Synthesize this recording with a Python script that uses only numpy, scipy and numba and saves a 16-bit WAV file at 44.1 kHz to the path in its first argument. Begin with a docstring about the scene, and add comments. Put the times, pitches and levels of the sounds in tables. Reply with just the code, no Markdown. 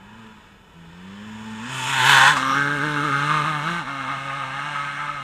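"""A faint buzz and a short gear whine over rumbling woods come first: a two-stroke dirt bike nears from behind.
It passes close to a listener on the ground and climbs away up a wooded trail. Each firing sends a smooth
pressure wave (sine waves locked to the crank) and a sharp crack (a click that rings the metal) out of the pipe.
The engine side is heard first, the ringing tailpipe once it has passed; echoes off tree trunks blur both.
The back tyre bites with a crunch and sprays dirt and leaves, both made of grainy noise."""
import sys
import numpy as np
from scipy import signal
from scipy.fft import rfft, irfft
from scipy.io import wavfile
from scipy.ndimage import uniform_filter1d
from numba import njit

SR = 44100
rng = np.random.default_rng(int(sys.argv[2]) if len(sys.argv) > 2 else 0)


def generate_wav(signal):
    """Clip the signal to [-1, 1] and save it as 16-bit WAV at the path in sys.argv[1]."""
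    frames = np.transpose(np.atleast_2d(signal))
    scaled = np.clip(frames, -1, 1) * 32767
    pcm = np.round(scaled).astype(np.int16)
    wavfile.write(sys.argv[1], SR, pcm)


N = 230622
TIME = np.arange(N) / SR  # seconds
# The exhaust wave in each stage of the ride, from far off, past the listener, to far up the trail.
# Columns: start_s [s, midway through the change], uneven_db [dB, rumble of uneven combustion],
# multiple_1_db to multiple_5_db [dB, multiples of the firing rate]; dB are relative to the drone level
WAVE_SHAPES = [(0.0, -16, -8, 0, -20, -14.5, -32), (0.74, -19.5, -14, -0.5, -21, -17.5, -22.5),
               (1.25, -16, -10, -0.5, -27, -19.5, -40), (1.69, -12.5, -3, -13.5, -17, -26, -20),
               (2.0, -14, 1, -12, -9, -10, -16), (2.17, -11, -1, -11, -13, -11.5, -6),
               (2.35, -8, -7, -0.5, -20.5, -10, -19), (2.55, -10.5, -0.5, -1, -7, -11, -32),
               (3.12, -12, 1.5, -6.5, -12, -12.5, -22), (3.44, -11.5, 0.5, -9, -18.5, -12.5, -7.5),
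               (3.82, -13, -3, -1.5, -27, -10.5, -8), (4.12, -12.5, -1, -8.5, -23, -8, -8.5)]
WAVE_CHANGE_S = 0.019  # how gradually one wave shape gives way to the next
PASSED_S, FAR_S = 2.35, 3.91  # the pipe swings into view; the bike is deep in the woods


def bark(turns, surge_hz):
    """The sharp sound in three bands; rasp and hiss swell with rev surges, the body too once the bike has passed."""
    # Overall level of the sharp sound. Columns: time_s [s], level_db [dB]
    bark_levels = [(0.0, -52), (0.24, -48.5), (0.62, -57), (1.55, -41.5), (1.88, -28), (2.11, -13.9),
                   (2.28, -11.5), (2.35, -23.5), (2.59, -19.5), (2.75, -25), (3.0, -24), (3.34, -22),
                   (3.58, -27.5), (3.73, -24.5), (3.84, -31.5), (4.1, -29), (4.5, -30), (4.75, -27.5),
                   (5.23, -32.5)]
    # Sound arriving by way of the trunks. Columns: time_s [s], echo_db [dB over the direct sound]
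    trunk_levels = [(0, 5), (1.5, 2), (2.2, -6), (2.55, -11), (2.9, -8), (3.5, -4), (4.0, 0), (5.23, 1)]
    # Brightness in each stage of the ride, relative to the bark. Columns: start_s [s, midway through the change],
    # rasp_db [dB], hiss_db [dB, gas hiss], top_db [dB, extra top treble]; rasp and hiss get a fixed trim below
    brightness = [(0.0, -4.5, -17.5, -18), (0.4, -2, -15, -14), (1.25, -3.5, -13, -13), (1.69, 0, -8, 7.5),
                  (1.93, -2.8, -14, 8.5), (2.17, -8, -16, 1), (2.44, -12.5, -23.5, -4),
                  (2.72, -10, -21.5, 0), (3.25, -8.5, -21, 1)]
    brightness_change_s = 0.037
    body_db_per_hz, rasp_db_per_hz, hiss_db_per_hz = 0.1739, 0.17, 0.12  # gain for each Hz of rev surge

    # the pipe swings about as the bike bounces, more so up the trail
    flutter_spread_db = np.interp(TIME, [PASSED_S, FAR_S], [0.96, 1.76])
    flutter_db = flutter_spread_db * walk(24.036)
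    passed = turn_to(PASSED_S, .03)
    direct = (1 - passed) * engine_side(turns) + passed * tailpipe(turns, flutter_db)
    echoes = scatter(direct, t60=0.67, grain_db=6, count=22, size=30)
    heard = direct + undb(curves(trunk_levels)[0]) * echoes

    rasp_db, hiss_db, top_db = stages(brightness, brightness_change_s)
    body_gain = undb(-0.73 + passed * (flutter_db + body_db_per_hz * surge_hz))
    rasp_gain = undb(rasp_db - 2 + rasp_db_per_hz * surge_hz + 0.33 * flutter_db)
    hiss_gain = undb(hiss_db - 1.16 + hiss_db_per_hz * surge_hz)
    body = body_gain * steady(band(heard, 545, 2076))
    rasp = rasp_gain * steady(band(heard, 1829, 4950))
    hiss = hiss_gain * steady(band(heard, 4330, 22300))
    hiss = hiss + (undb(top_db) - 1) * band(hiss, 10500, 23000)
    return undb(curves(bark_levels)[0]) * (body + rasp + hiss)


def engine_side(turns):
    """Intake and cylinder clatter: each blow rattles through the frame, and the intake sucks air once a turn."""
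    # Broad colour from the front and from the flank of the bike. Columns: pitch_hz [Hz], level_db [dB]
    front_colour = [(300, -25), (500, -13), (680, -36), (850, -0.5), (1200, 2), (1700, -1), (2100, -7.5),
                    (2900, -9), (3800, -22), (4700, -25), (6500, -6.5), (8700, -10.5), (10000, -22),
                    (14500, -38)]
    flank_colour = [(300, -28), (500, -11), (680, -21), (850, -0.5), (1200, -7), (1700, 0.5), (2100, -10.5),
                    (2900, -11.5), (3800, -21), (4700, -31.5), (6500, -25), (8700, -30.5), (10000, -38.5),
                    (14500, -48.5)]
    # Narrow peaks and dips on top of it. Columns: centre_hz [Hz], width_hz [Hz], peak_db [dB]
    front_modes = [(920, 130, 4), (1200, 200, -3), (1790, 200, 2), (2040, 200, -6), (2560, 170, 3),
                   (2790, 140, -4), (3030, 150, 4), (3230, 140, -7), (3450, 230, 7), (4500, 400, -4),
                   (5200, 350, 5), (6100, 600, -5), (6950, 500, 4)]
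    flank_modes = [(930, 90, 2), (1055, 90, 7), (1220, 120, -2), (1445, 90, 6), (1740, 160, 2),
                   (2020, 240, -6), (2350, 200, -3), (2590, 180, 4), (2770, 130, -7), (3030, 190, 6),
                   (3230, 130, -9), (3430, 220, 7), (4150, 200, 2), (5700, 250, -5), (8120, 400, 6)]

    cracks, size = firings(turns, scatter_db=1.8, jitter_s=.00003)
    clatter = unit(scatter(cracks, t60=0.059, grain_db=4.0, count=28, size=3))
    gusts = puffs(turns, size, length=1.0, rest=1.0)
    air = colour(gusts, [(300, -9.5), (1600, -10), (3500, 6.0), (8000, 0.5)])
    front = unit(colour(clatter + undb(9) * air, front_colour, front_modes))
    flank = unit(colour(clatter + undb(1.0) * air, flank_colour, flank_modes))
    beside = turn_to(1.926, 0.065)
    return (1 - beside) * front + beside * flank


def tailpipe(turns, flutter_db):
    """Cracks ring the silencer; above its ringing tones the gas jet takes over."""
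    # The cracks lose their edge in the silencer. Columns: pitch_hz [Hz], level_db [dB]
    silencer = [(300, -7.5), (1800, -8.5), (3500, -22.5), (7000, -26)]
    # Colour of the gas jet beside the cracks, weak at low pitch. Columns: pitch_hz [Hz], level_db [dB]
    jet_colour = [(300, -15), (1500, -12), (3000, -3), (7000, 1)]
    # Broad colour from behind, and from far up the hill. Columns: pitch_hz [Hz], level_db [dB]
    rear_colour = [(300, -14), (500, -43), (680, -25), (850, -0.5), (1200, 1), (1700, -5), (2100, -3),
                   (2900, -16), (3800, -16.5), (4700, -30), (6500, -35), (8700, -43.5), (10000, -43),
                   (14500, -71)]
    uphill_colour = [(300, -30), (500, -18), (680, 0.5), (850, 2.5), (1200, 6), (1700, -1), (2100, 5.5),
                     (2900, -8.5), (3800, -13.5), (4700, -28), (6500, -34), (8700, -41.5), (10000, -47),
                     (14500, -68)]
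    # Narrow peaks and dips of the pipe. Columns: centre_hz [Hz], width_hz [Hz], peak_db [dB]
    pipe_modes = [(543, 70, 0), (772, 270, -8.5), (876, 310, 11.5), (969, 55, -23), (1257, 73, 9.5),
                  (1591, 210, 8), (1959, 130, -16.5), (2133, 63, 4), (2369, 76, -17), (2825, 290, 6.5),
                  (3230, 140, 1.5), (4120, 230, 2.5), (4630, 730, -10), (8600, 930, 8), (9820, 350, -11)]
    # Strongest ring as throttle and heading change. Columns: time_s [s], pitch_hz [Hz],
    # boost_db [dB, before the flutter is added]
    ring_track = [(2.35, 1109, -2), (2.47, 1160, 15), (2.53, 1160, 10), (2.57, 1536, 13.5),
                  (2.95, 1520, 10.5), (3.05, 1302, 18), (3.19, 1546, 6), (3.31, 1165, 11), (3.5, 1098, -1),
                  (3.7, 1403, 4), (4.5, 1389, -7), (4.67, 1189, 2.5), (5.23, 1309, 2.5)]
    ring_swing = 1.6  # dB the ring gains for each dB of flutter

    cracks, size = firings(turns, scatter_db=0.5, jitter_s=.000025)
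    jet = puffs(turns, size, length=.35, rest=.3)
    blows = colour(cracks, silencer) + colour(jet, jet_colour)
    near_pipe = unit(colour(blows, rear_colour, pipe_modes))
    far_pipe = unit(colour(blows, uphill_colour, pipe_modes))
    far = turn_to(FAR_S, 0.12)
    pipe = (1 - far) * near_pipe + far * far_pipe
    ring_hz, boost_db = curves(ring_track)
    ring = resonate(pipe, ring_hz, 200)  # 200 Hz wide
    return pipe + (undb(boost_db + ring_swing * flutter_db) - 1) * ring


def drone(turns, level_db):
    """The round exhaust wave: five sines whose balance follows the ride, each fluttering a little."""
    wave = np.zeros(N)
    for k, shape_db in enumerate(stages(WAVE_SHAPES, WAVE_CHANGE_S)[1:], 1):
        flutter_db = 0.5 * k * walk(35)
        gain = np.sqrt(2) * undb(level_db + shape_db + flutter_db)  # a sine's peak is sqrt(2) times its rms
        wave += gain * np.sin(2 * np.pi * k * turns)
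    return wave


def roost():
    """The back tyre bites with a crunch, then throws a short spray of dirt and dry leaves: noise in rough grains."""
    grains = rng.standard_normal(N) * undb(5 * rng.standard_normal(N))
    crunch = colour(grains, [(400, -15), (1200, 10.5), (2200, -3), (3700, -13), (5000, -12), (8000, -14),
                             (15000, -42)])
    spray = colour(grains, [(1000, -20), (3600, -4), (4700, -24), (5700, -1), (6800, -30), (9000, -79),
                            (11500, -21), (15000, -49)])
    bite_gain = undb(-20) * swell(2.368, rise_s=0.015, hold_s=0, fall_s=0.045)
    spray_gain = undb(-37.5) * swell(2.508, rise_s=0.2, hold_s=0.042, fall_s=0.15)
    return bite_gain * unit(crunch) + spray_gain * unit(spray)


def whine(turns, order=9):
    """Gear whine of the first burst of throttle: a wavering tone at nine times the crank speed."""
    level = undb(-54 + 2.4 * walk(50)) * swell(.12, rise_s=.5, hold_s=0, fall_s=0.42)
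    return np.sqrt(2) * level * np.sin(2 * np.pi * order * turns + 1.1 * walk(63))


def rumble(drone_db):
    """Uneven combustion fills in between the low lines as noise, over the faint low rumble of the woods."""
    # Colour of the woods. Columns: pitch_hz [Hz], level_db [dB]
    woods_colour = [(15, -18), (25, 4), (82, 1.5), (147, -0.5), (194, 1), (291, -14), (454, -5), (700, -26),
                    (910, -54), (1540, -120)]
    churn_colour = [(30, -28), (60, -4.5), (85, -7.5), (200, 3.5), (350, -6), (600, -6), (900, -5.5),
                    (2000, -32.5)]  # (Hz, dB)
    churn = unit(colour(rng.standard_normal(N), churn_colour))
    woods = unit(colour(rng.standard_normal(N), woods_colour))
    uneven_db = stages(WAVE_SHAPES, WAVE_CHANGE_S)[0]
    churn_gain = np.hypot(undb(drone_db + uneven_db), undb(-57))  # never below -57 dB
    woods_gain = undb(-55.5 + 0.5 * walk(3.1))
    return churn_gain * churn + woods_gain * woods


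def firings(turns, scatter_db, jitter_s):
    """One crack per crank turn, each with its own size and timing; also the size of the turn in progress."""
    count = np.arange(1, int(turns[-1]))
    chance = rng.standard_normal((len(count), 2))
    at = (np.interp(count, turns, TIME) + jitter_s * chance[:, 0]) * SR
    size = undb(scatter_db * chance[:, 1])
    # a windowed sinc places each click between samples
    taps = at.astype(int)[:, None] + np.arange(-7, 9)
    offset = taps - at[:, None]
    clicks = size[:, None] * np.sinc(offset) * np.sinc(offset / 8)
    cracks = np.zeros(N)
    np.add.at(cracks, np.clip(taps, 0, N - 1), clicks)
    current = np.clip(turns.astype(int) - 1, 0, len(size) - 1)
    return unit(cracks), size[current]


def puffs(turns, size, length, rest):
    """Gas noise that bursts out as the port opens and dies away within the turn, down to a steady rest."""
    burst = np.exp(-(turns % 1) / length) + rest
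    return unit(size * burst * rng.standard_normal(N))


def scatter(x, t60, grain_db, count, size):
    """Many small echoes, blended through count different patterns in turn as the bike moves on."""
    place = np.linspace(0, count - 1, N)
    out = np.zeros(N)
    for k in range(count):
        here = np.flatnonzero(abs(place - k) < 1)
        piece = x[here] * np.cos(np.pi / 2 * (place[here] - k))
        wet = signal.fftconvolve(piece, echo_pattern(t60, grain_db, size))[:N - here[0]]
        out[here[0]:here[0] + len(wet)] += wet
    return out


def echo_pattern(t60, grain_db, size):
    """Uneven echoes fading by 60 dB in t60 seconds, evened out over size bins to add no broad colour."""
    t = np.arange(int(SR * t60)) / SR
    noise, unevenness = rng.standard_normal((2, len(t)))
    fade = np.exp(-np.log(1000) * t / t60)
    spectrum = rfft(noise * undb(grain_db * unevenness) * fade, 2 * len(t))
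    even = steady(abs(spectrum), size) * np.exp(1j * np.angle(spectrum))
    echoes = irfft(even)[:len(t)]
    return echoes / np.linalg.norm(echoes)


def colour(x, points, modes=()):
    """Ring x through a body with a broad colour and narrow peaks and dips; it rings only after each blow."""
    freq = np.maximum(np.arange(2049) * SR / 4096, 1)
    hz, db = np.transpose(points)
    shape_db = np.interp(np.log(freq), np.log(hz), db)
    for centre, width, peak_db in modes:
        shape_db = shape_db + peak_db / (1 + (2 * (freq - centre) / width) ** 2)
    # folding the cepstrum (the spectrum of the log spectrum) puts all the ringing after the blow
    cepstrum = irfft(np.log(undb(shape_db)))
    half = len(cepstrum) // 2
    cepstrum[1:half] *= 2
    cepstrum[half + 1:] = 0
    response = irfft(np.exp(rfft(cepstrum)))[:half]
    return signal.fftconvolve(x, response)[:N]


@njit
def resonate(x, hz, width):
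    """A resonance with a moving centre: a state-variable band-pass filter, width in Hz."""
    y, b, l = np.empty(len(x)), 0., 0.  # b and l hold the band and low states
    for i in range(len(x)):
        g, k = np.tan(np.pi * hz[i] / SR), width / hz[i]
        v = (b + g * (x[i] - l)) / (1 + g * (g + k))
        b, l, y[i] = 2 * v - b, l + 2 * g * v, k * v
    return y


def band(x, lo_hz, hi_hz, order=4):
    """Keep one band without delay; the upper edge stops just short of half the sample rate."""
    sos = signal.butter(order, [lo_hz, min(hi_hz, .49 * SR)], "band", fs=SR, output="sos")
    return signal.sosfiltfilt(sos, x)


def undb(db):
    """Decibels to gain."""
    return 10 ** (np.asarray(db) / 20)


def unit(x):
    """Scale to rms 1 (rms is a kind of average strength)."""
    return x / np.sqrt(np.mean(x ** 2))


def steady(x, size=1400):
    """Scale to a running rms of 1."""
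    power = uniform_filter1d(uniform_filter1d(x ** 2, size), size)
    return x / np.sqrt(power + 1e-12)


def walk(rate):
    """Smooth random wander with spread 1, heading for a new value rate times a second."""
    k = int(SR / rate)
    steps = np.repeat(rng.standard_normal(N // k + 1), k)
    return unit(uniform_filter1d(steps, k)[:N])


def curves(table):
    """The columns of a table, joined by straight lines in time."""
    s, *columns = np.transpose(table)
    return [np.interp(TIME, s, c) for c in columns]


def stages(table, change_s):
    """The columns of a table, each row held until the next one takes over."""
    rows = np.array(table)
    held = rows[0, 1:, None]
    for old, new in zip(rows, rows[1:]):
        held = held + (new[1:] - old[1:])[:, None] * turn_to(new[0], change_s)
    return held


def turn_to(at_s, span_s):
    """Smooth change-over from 0 to 1, half done at at_s."""
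    return .5 + .5 * np.tanh((TIME - at_s) / span_s)


def swell(at_s, rise_s, hold_s, fall_s):
    """Rise, hold and fall; each slope changes by 20 dB in its time."""
    before = np.maximum(at_s - TIME, 0) / rise_s
    after = np.maximum(TIME - at_s - hold_s, 0) / fall_s
    return undb(-20 * (before + after))


def scene():
    """One crank drives every engine sound; it wavers slightly throughout from unevenness, more on the upper trail."""
    # Engine speed before the waver is added. Columns: time_s [s], firing_hz [Hz]
    revs = [(0.0, 94.95), (0.18, 113.7), (0.62, 95.5), (0.75, 85.1), (0.9, 83.5), (1.28, 108), (1.6, 110.5),
            (1.72, 133.7), (1.85, 125.2), (1.89, 139.2), (2.03, 123.1), (2.1, 143.4), (2.18, 130.8),
            (2.25, 134.2), (2.31, 152.4), (2.38, 131), (2.53, 133.7), (2.57, 140.2), (2.75, 145.4),
            (2.8, 135.6), (2.85, 150.5), (3.01, 143.7), (3.05, 155.2), (3.11, 136.6), (3.35, 154),
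            (3.44, 144.9), (3.47, 160.3), (3.61, 143.7), (3.7, 171.5), (3.79, 171.9), (3.85, 120.6),
            (3.89, 139.5), (4.06, 129.6), (4.11, 146.3), (4.16, 132.2), (4.36, 138.4), (4.4, 134.6),
            (4.56, 135.8), (4.62, 141.4), (4.98, 146.9), (5.23, 137.6)]
    # Level of the round exhaust wave before surges are added. Columns: time_s [s], level_db [dB]
    drone_levels = [(0.0, -50.5), (0.27, -46), (0.38, -54.5), (0.73, -65), (0.76, -44.5), (0.86, -46.5),
                    (1.08, -40.5), (1.65, -35), (2.0, -32), (2.1, -30.5), (2.36, -33.5), (2.6, -32.5),
                    (3.45, -32), (3.62, -34), (3.72, -31.5), (3.84, -41.5), (4.12, -39), (5.23, -43.5)]
    waver_near, waver_far = 0.004987, .021  # spread as a share of the revs, before and on the upper trail
    waver_hz = 17  # new random speed offsets each second
    surge_s, drone_db_per_hz = 0.1, 0.11  # revs above their running mean are louder

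    waver = waver_near + (waver_far - waver_near) * turn_to(4.05, .12)
    hz = curves(revs)[0] * (1 + waver * walk(waver_hz))
    turns = np.cumsum(hz) / SR
    surge_hz = hz - uniform_filter1d(hz, int(surge_s * SR))
    drone_db = curves(drone_levels)[0] + drone_db_per_hz * surge_hz
    bike = bark(turns, surge_hz) + drone(turns, drone_db) + whine(turns)
    return (bike + roost() + rumble(drone_db))[None]


def record(dry):
    """Round off the highest peaks, then cut the treble steeply above 15100 Hz."""
    rounded = np.tanh(0.94 * dry) / 0.86
    return signal.sosfilt(signal.ellip(10, .2, 70, 15100, fs=SR, output="sos"), rounded)


dry = scene()
out = record(dry)
generate_wav(out)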